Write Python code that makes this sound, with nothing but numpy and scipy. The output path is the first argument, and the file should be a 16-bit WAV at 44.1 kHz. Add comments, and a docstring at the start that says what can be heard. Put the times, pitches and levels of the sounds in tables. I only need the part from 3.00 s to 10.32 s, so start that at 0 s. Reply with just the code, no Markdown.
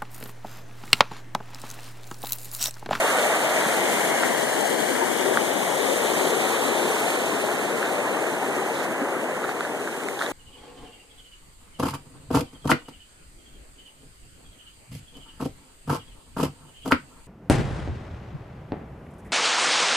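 """Tidal water rushes through a rocky channel under a bridge, heard from the deck on a hand-held phone.
From the start bubbles merge into a roar with fizzing spray; near ones gurgle, heaves free bubble clouds.
Short low swells, most of them gulping air pockets, come from 0.66 s on; from 1.2 s fingers tick and rub
on the case, most densely near the end. Meanwhile the phone swings away from the channel, fast at first,
and the roar and spray fade. Stereo is widened by subtracting from each port the delayed other."""
import sys
import numpy as np
from scipy import signal
from scipy.fft import rfft, irfft, next_fast_len
from scipy.io import wavfile
from scipy.ndimage import map_coordinates

SR = 44100
rng = np.random.default_rng(int(sys.argv[2]) if len(sys.argv) > 2 else 0)


def store_wav(level_fs):
    """Save 16-bit WAV to argv[1]."""
    pcm = np.round(np.clip(np.atleast_2d(level_fs), -1, 1) * 32767)
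    wavfile.write(sys.argv[1], SR, pcm.T.astype(np.int16))


N = 322812
TIME = np.arange(N) / SR
PADDED = next_fast_len(N + 8192)
HZ = np.maximum(np.arange(PADDED // 2 + 1) * SR / PADDED, 1)


def from_db(db):
    """Decibels to gain."""
    return 10 ** (np.asarray(db) / 20)


def rms_one(x):
    """Scale to rms 1."""
    return x / np.sqrt(np.mean(x ** 2) + 1e-20)


def in_time(rows):
    """One curve per column, joined by straight lines."""
    s, *columns = np.transpose(rows)
    return [np.interp(TIME, s, column) for column in columns]


def over_hz(points):
    """A table read along a log-frequency axis."""
    hz, values = np.transpose(points)
    return np.interp(np.log(HZ), np.log(hz), values)


def filtered(x, response):
    """Apply a frequency response."""
    return irfft(rfft(x, PADDED) * response, PADDED)[..., :N]


def butter(x, order, cut_hz, kind="low"):
    """Apply a Butterworth filter."""
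    return signal.sosfilt(signal.butter(order, cut_hz, kind, fs=SR, output="sos"), x)


def delayed(x, delay_ms):
    """Read a sound late by a changing delay."""
    return map_coordinates(x, [np.arange(N) - delay_ms * SR / 1000], order=3)


def drift(rate_hz):
    """Smooth chance with spread 1 that changes about rate_hz times a second."""
    r = np.exp(-80 * np.pi * rate_hz / SR)
    noise = rng.standard_normal(N // 40 + 2002)
    slow = signal.lfilter([1], [1, -2 * r, r * r], noise)[2000:]
    return np.interp(np.arange(N) / 40, np.arange(len(slow)), rms_one(slow))


def stroke(start_s, length_s):
    """A smooth rise and fall, 0-1."""
    return np.sin(np.pi * np.clip((TIME - start_s) / length_s, 0, 1))


def ring(drive, pitch_hz, t60_s):
    """A damped two-pole mode: a unit click sets a sine of height 1 ringing."""
    r = from_db(-60 / (t60_s * SR))
    w = 2 * np.pi * pitch_hz / SR
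    return signal.lfilter([0, np.sin(w)], [1, -2 * r * np.cos(w), r * r], drive + 1e-18)


def chirp(age_s, pitch_hz, rise_per_s):
    """A sine whose pitch climbs by a fixed fraction of pitch_hz a second."""
    return np.sin(2 * np.pi * pitch_hz * age_s * (1 + rise_per_s * age_s / 2))


def resonant_noise(pitch_hz, width_hz):
    """Noise in one steep-sided resonance; rms 1."""
    response = 1 / (1 + ((HZ - pitch_hz ** 2 / HZ) / width_hz) ** 2)
    return rms_one(filtered(rng.standard_normal(N), response))


# turn of the phone: time_s, bearing_deg
TURN = [(0, 27.5), (1, 67.4), (2.3, 122), (3, 130), (4, 145), (5, 149.8), (6.1, 159), (7.3, 158)]


def bearing():
    """Angle between the phone's line of sight and the channel, in radians."""
    return np.radians(in_time(TURN)[0])


def facing():
    """How squarely the phone faces the channel, 0-1."""
    return ((1 + np.cos(bearing())) / 2) ** 2


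# rushing water, used relative to its mean: time_s, level_db
RUSH_LEVEL = [(0.05, -26), (1.19, -26), (3.33, -26), (6.16, -28.5), (7.09, -33), (7.15, -33)]
# treble, which the deck shades sooner, used relative to its mean: time_s, level_db
SPRAY_LEVEL = [(0.05, -35.5), (0.5, -35.5), (1.0, -34.5), (1.7, -35.5), (2.2, -36), (2.65, -37),
               (2.95, -35.5), (4.06, -37.5), (4.62, -41.5), (5.1, -43.5), (5.6, -44.5), (6.1, -48.5),
               (6.4, -48.5), (6.7, -47.5), (7.3, -45.5)]
# bursts of spray: start_s, length_s, rise_db
SPLASHES = [(0.16, 0.12, 1.5), (0.84, 0.06, 1), (2.81, 0.13, 1), (3.11, 0.093, 1.5), (4.07, 0.07, 1.8),
            (4.35, 0.1, 0.5), (5.14, 0.08, 0)]


def zone_levels(roar_db=-1.5, gurgle_db=-0.7, splash_db=-1.8, spray_db=-1.76,
                facing_roar_db=-1.9, facing_gurgle_db=-6.0, facing_splash_db=4.5,
                roar_follows=0.61, gurgle_follows=1.2, splash_follows=1.38):
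    """Zone levels in dB; facing the channel brings more splash and less of the low churning."""
    (rush,), (treble,) = in_time(RUSH_LEVEL), in_time(SPRAY_LEVEL)
    rush, treble = rush - rush.mean(), treble - treble.mean()
    front = facing()
    bursts = sum(db * stroke(s, length) for s, length, db in SPLASHES)
    return (roar_db + roar_follows * rush + facing_roar_db * front,
            gurgle_db + gurgle_follows * rush + facing_gurgle_db * front,
            splash_db + splash_follows * rush + facing_splash_db * front,
            spray_db + treble + bursts)


def bubbles(per_s, cycles, spread_db, count=64):
    """Bubbles of all sizes ring for some cycles each, small ones more often; even power per Hz."""
    out = np.zeros(N)
    for hz in np.geomspace(120, 15000, count):
        births = int(per_s * (.5 + hz / 1000) * N / SR)
        when, size, sign = rng.random((births, 3)).T
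        sizes = from_db(spread_db * np.minimum(-np.log(size), 4)) * np.sign(sign - .5)
        clicks = np.bincount((when * N).astype(int), sizes, N)
        out += np.sqrt(hz) * rms_one(ring(clicks, hz, cycles / hz))
    return rms_one(out)


# colour of the water before zone levels: pitch_hz, density_db (per Hz)
WATER = [(110, -73.5), (155, -67), (250, -57.5), (420, -53), (700, -55.5), (1250, -61.5), (1900, -61.5),
         (2900, -67.5), (3750, -71.5), (4500, -76), (5200, -79), (6500, -73), (9000, -72.5), (11500, -78.5),
         (14000, -80)]


def white_water(bubble_share=0.61, surge_db=1.03, spatter_db=1.1):
    """One stretch of rapids: near bubbles over the blur of far ones, surging in four zones of pitch."""
    share = np.clip(bubble_share, 0, 1)
    near = bubbles(per_s=70, cycles=30.2, spread_db=2.5)
    far = rng.standard_normal(N)
    churn = np.sqrt(share) * near + np.sqrt(1 - share) * far
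    colour = from_db(over_hz(WATER)) * np.sqrt(SR / 2) * np.minimum(HZ / WATER[0][0], 1) ** 5
    roar = over_hz([(430, 0.75), (620, 0.017)])
    up_to_gurgle = over_hz([(820, 0.77), (1100, 0.052)])
    spray = over_hz([(2000, 0.17), (3200, 0.86)])
    roar_db, gurgle_db, splash_db, spray_db = zone_levels()
    zones = [(roar, roar_db + surge_db * drift(4.3)),
             (up_to_gurgle - roar, gurgle_db + surge_db * drift(17)),
             (1 - up_to_gurgle - spray, splash_db + surge_db * drift(8.3)),
             (spray, spray_db + spatter_db * drift(14.6))]
    return sum(filtered(churn, colour * zone) * from_db(db) for zone, db in zones)


# heaves of the water: start_s, length_s, level_db, pitch_hz, spread_hz
SURGES = [(0.0, 0.2, -30, 1110, 130), (0.204, 0.13, -30, 700, 150), (0.41, 0.098, -31, 640, 110),
          (0.528, 0.1, -32.5, 700, 70), (1.2, 0.13, -32.5, 250, 70), (1.5, 0.24, -28, 780, 151),
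          (1.997, 0.057, -22, 920, 201), (2.18, 0.18, -27.5, 385, 70.5), (2.873, 0.097, -30, 523, 90),
          (3.19, 0.062, -25.5, 410, 90), (4.28, 0.071, -32, 1080, 90), (5.038, 0.059, -32, 980, 150)]


def surges():
    """A heave of water frees a cloud of bubbles of about one size: a swell of resonant noise."""
    out = np.zeros(N)
    for start_s, length_s, level_db, pitch_hz, spread_hz in SURGES:
        out += from_db(level_db) * stroke(start_s, length_s) * resonant_noise(pitch_hz, spread_hz)
    return out


def gurgles(per_s=22, low_hz=330, high_hz=1700, size_db=-31, spread_db=2.5, cycles=8.7, rise_per_s=6.93):
    """Single bubbles close by: each swells, rings for some cycles and chirps upward."""
    out = np.zeros(N + SR)
    age_s = np.arange(SR // 8) / SR
    for when, pitch, size in rng.random((int(per_s * N / SR), 3)):
        hz = low_hz * (high_hz / low_hz) ** pitch
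        start = int(when * N)
        life = age_s * hz / cycles
        gain = from_db(size_db + spread_db * min(-np.log(size), 3))
        swell = 2 * (np.exp(-life) - np.exp(-5 * life))
        out[start:start + len(age_s)] += gain * swell * chirp(age_s, hz, rise_per_s)
    return out[:N] * from_db(zone_levels()[1])


def hollow(pitch_hz=643, width_hz=270, facing_db=-29):
    """The hollow between the rocks rings with the roar, heard when facing it."""
    return from_db(facing_db) * np.sqrt(facing()) * resonant_noise(pitch_hz, width_hz)


# bright band of the rush: time_s, pitch_hz, level_db
BRIGHT_BAND = [(0, 1900, -42), (0.45, 1938, -39), (1.15, 2157, -29.5), (1.5, 1860, -42), (1.95, 1597, -38),
               (2.7, 1553, -48), (3.2, 1550, -75)]


def bright_band(width_hz=210, left_db=-10):
    """Low noise shifted up to a gliding pitch: a narrow band of the rush, mostly at the right port."""
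    hz, level_db = in_time(BRIGHT_BAND)
    phase = 2 * np.pi * np.cumsum(hz) / SR
    a, b = filtered(rng.standard_normal((2, N)), 1 / (1 + (HZ / width_hz) ** 4))
    band = rms_one(a * np.cos(phase) + b * np.sin(phase))
    return from_db(level_db) * band * from_db([[left_db], [0]])


def paths(side_on_lead_ms=0.41, clearest_share=0.83, clearest_deg=107, opening_deg=79,
          bounce_ms=0.93, bounce_swing_ms=0.48):
    """The turn sets the left port's lead (ms), the straight share (0-1) and the bounce delay (ms)."""
    angle = bearing()
    share = clearest_share * np.exp(-((np.degrees(angle) - clearest_deg) / opening_deg) ** 2)
    return side_on_lead_ms * np.sin(angle), share, bounce_ms + bounce_swing_ms * np.cos(angle)


def railing_bounce(ports, delay_ms, bounce=0.023, facing_bounce=0.22, cut_hz=1300):
    """A dulled echo off the railing; a dip in the roar glides up as its delay shortens."""
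    echo = butter(ports, 1, cut_hz)
    return (bounce + facing_bounce * facing()) * np.array([delayed(side, delay_ms) for side in echo])


# the deck lets little treble come straight: pitch_hz, weight (0-1)
STRAIGHT = [(80, 0.1), (160, 0.87), (400, 0.96), (750, 0.98), (1300, 0.89), (2000, 0.7), (3500, 0.85),
            (6000, 0.12), (13000, 0)]
# scattered sound is alike at both ports only in the bass: pitch_hz, correlation
LIKENESS = [(250, 1), (550, 0.98), (900, 1), (1400, 0.0)]


def channel():
    """Water comes straight from the channel, scattered by the rocks from all round, and off the railing."""
    lead_ms, share, bounce_ms = paths()
    share = np.clip(share, 0, .95)
    weight = np.clip(over_hz(STRAIGHT), 0, 1)
    near = filtered(white_water(), np.sqrt(weight)) * np.sqrt(share) + surges() + gurgles()
    alike = np.clip(over_hz(LIKENESS), -1, 1)
    common = filtered(white_water(), np.sqrt((1 + alike) / 2))
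    opposed = filtered(white_water(), np.sqrt((1 - alike) / 2))
    around = common + opposed * [[1], [-1]]
    around = around - filtered(around, weight) * (1 - np.sqrt(1 - share))
    ports = np.array([near, delayed(near, lead_ms)]) + around + hollow() + bright_band()
    return ports + railing_bounce(ports, bounce_ms)


# the microphones' own noise: pitch_hz, gain_db
RUMBLE = [(25, -59), (60, -47), (120, -39.5), (400, -65)]


def rumble():
    """The microphones' own faint low noise, independent at each port."""
    return filtered(rng.standard_normal((2, N)), from_db(over_hz(RUMBLE)))


# short swells; those at 2.25 and 2.305 s are churning water, the others air pockets:
# start_s, level_db, pitch_hz (at the start)
SHORT_SWELLS = [(0.66, -23, 203), (0.797, -27, 332), (1.14, -25, 776), (1.57, -26, 352), (2.02, -21, 340),
                (2.25, -24.5, 334), (2.305, -23.5, 375), (4.022, -26, 772), (5.68, -26, 790),
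                (6.013, -20, 252), (6.29, -25, 580)]


def short_swells(swell_s=0.0094, rise_per_s=5.1):
    """Short low swells of the water: each is a sine that rises fast, dies away and climbs a little in pitch."""
    out = np.zeros(N)
    for start_s, level_db, pitch_hz in SHORT_SWELLS:
        age_s = np.maximum(TIME - start_s, 0)
        swell = (age_s / swell_s * np.exp(1 - age_s / swell_s)) ** 2
        out += from_db(level_db) * swell * chirp(age_s, pitch_hz, rise_per_s)
    return np.array([out, out])


UPPER_RING_HZ, TOP_RING_HZ = 3560, 7800   # a fingernail wakes the top ring
HELD_T60_S = 0.003   # where a finger presses on the case
# ticks of the case, before case filters and port gains; upper and top relative to level_db, t60_s longer
# where the fingers damp it less: start_s, level_db, pitch_hz, upper_db, top_db, t60_s
TICKS = [(1.2344, -5.5, 1610, -33, -35, 0.0051), (2.3727, -0.2, 1520, -42, -40, 0.0043),
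         (4.8283, -6, 1500, -32, -35, 0.004), (4.858, -17, 1700, -28, -35, 0.006),
         (6.4415, -15, 1400, -24, -30, 0.008), (6.447, -17.5, 1500, -24, -30, 0.008),
         (6.492, -12, 1400, -24, -30, 0.006), (6.6077, -10, 1300, -15, -24, 0.0047),
         (6.6503, -16, 1640, -29, -30, 0.006), (6.875, -14.5, 1650, -23, -30, 0.0074),
         (7.0355, -22, 2150, -18, -4, 0.008), (7.086, -16.5, 2140, -16, -7, 0.01),
         (7.192, -18, 1700, -3, -15, 0.006), (7.208, -19, 1300, -22, -30, 0.008),
         (7.2134, -9.5, 1420, -23, -25, 0.0079), (7.222, -9.3, 1810, -15, -18, 0.0047),
         (7.263, -18, 1800, -3, -15, 0.006)]


def ticks(body_hz=930, body_db=-13):
    """Clicks ring the dead modes of the case over a low knock; returns the rings and the top ring."""
    rings, top = np.zeros((2, N))
    for start_s, level_db, pitch_hz, upper_db, top_db, t60_s in TICKS:
        click = np.zeros(N)
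        click[round(start_s * SR)] = from_db(level_db)
        rings += ring(click, pitch_hz, t60_s) + from_db(upper_db) * ring(click, UPPER_RING_HZ, t60_s)
        rings -= from_db(body_db) * ring(click, body_hz, HELD_T60_S)
        top += from_db(top_db) * ring(click, TOP_RING_HZ, t60_s / 2)
    return rings, top


# fingers sliding, before case filters and port gains; upper_db relative to ring_db:
# start_s, length_s, ring_db, upper_db, hiss_db
RUBS = [(1.215, 0.05, -33, -18, -55), (4.8, 0.13, -32, -16, -50), (5.69, 0.18, -41, -3, -39),
        (5.825, 0.03, -47, -6, -39), (6.426, 0.042, -33, -18, -58), (6.478, 0.053, -38, -18, -40),
        (6.56, 0.14, -41, -14, -47), (7.171, 0.13, -34.5, -9, -38.5)]


def rubs(rub_hz=1500, slips_per_s=1500, slip_spread_db=3.0):
    """Dense uneven slips ring the case while sliding skin hisses; returns the rings and the hiss."""
    rings, hiss = np.zeros((2, N))
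    slips = (rng.random(N) < slips_per_s / SR) * rng.choice([-1, 1], N)
    slips = slips * from_db(slip_spread_db * np.minimum(rng.exponential(1, N), 4))
    main = rms_one(ring(slips, rub_hz, HELD_T60_S))
    upper = rms_one(ring(slips, UPPER_RING_HZ, HELD_T60_S))
    skin = rng.standard_normal(N)
    for start_s, length_s, ring_db, upper_db, hiss_db in RUBS:
        slide = stroke(start_s, length_s)
        rings += from_db(ring_db) * slide * (main + from_db(upper_db) * upper)
        hiss += from_db(hiss_db) * slide * skin
    return rings, hiss


def fingers(fingertip_cut_hz=4800, hiss_cut_hz=9500):
    """Ticks and rubs on the case beside the right port; soft fingertips dull the rings."""
    (tick_rings, top), (rub_rings, hiss) = ticks(), rubs()
    out = butter(tick_rings + rub_rings, 4, fingertip_cut_hz) + butter(top + hiss, 2, hiss_cut_hz)
    out = butter(out, 2, 600, "high")   # a small case gives no bass
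    return out * [[.2], [1.4]]


# the ports' unequal colour: pitch_hz, right_over_left_db
PORT_MISMATCH = [(300, -1.5), (1200, -4.5), (1850, 3.5), (2600, -2), (3300, -5), (4200, 0.5)]


def scene():
    """Water through the unequal ports, plus fingers and rumble."""
    mismatch = from_db(over_hz(PORT_MISMATCH) * np.array([[-.5], [.5]]))
    mismatch = mismatch / np.sqrt(np.mean(mismatch ** 2, axis=0))
    return filtered(channel() + short_swells(), mismatch) + fingers() + rumble()


PORT_GAP_S, CUTOFF_HZ = .000383, 13980
# a hollow in the centre near 2.6 kHz, narrow early, wide later
NOTCH_HZ, NOTCH_EARLY_WIDTH_HZ, NOTCH_LATE_WIDTH_HZ = 2612, 100, 393
# widening: pitch_hz, subtracted_share of the other port
CROSSFEED = [(30, 0.82), (140, 0.76), (500, 0.83), (950, 1), (4100, 1), (4700, 0.18), (13000, 0.14)]


def record(dry):
    """Each side loses the delayed other, the centre is notched; lost bass is made up, the top is cut."""
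    cross = np.clip(over_hz(CROSSFEED), 0, 1)
    turn = 2 * np.pi * HZ * PORT_GAP_S
    # what is left of sound from all round
    power = 1 + cross ** 2 - 2 * cross * np.sinc(turn / np.pi) * np.cos(turn)
    make_up = 1 / np.sqrt(power + .01)
    steep_cut = 1 / np.sqrt(1 + (HZ / CUTOFF_HZ) ** 900)
    centre = dry.mean(axis=0)
    narrow, wide = (filtered(centre, 1 / (1 + (2 * (HZ - NOTCH_HZ) / width_hz) ** 8))
                    for width_hz in (NOTCH_EARLY_WIDTH_HZ, NOTCH_LATE_WIDTH_HZ))
    ports = dry - wide - np.sqrt(facing()) * (narrow - wide)
    tone = make_up * steep_cut
    return filtered(ports, tone) - filtered(ports[::-1], tone * cross * np.exp(-1j * turn))


dry = scene()
out = record(dry)
store_wav(out)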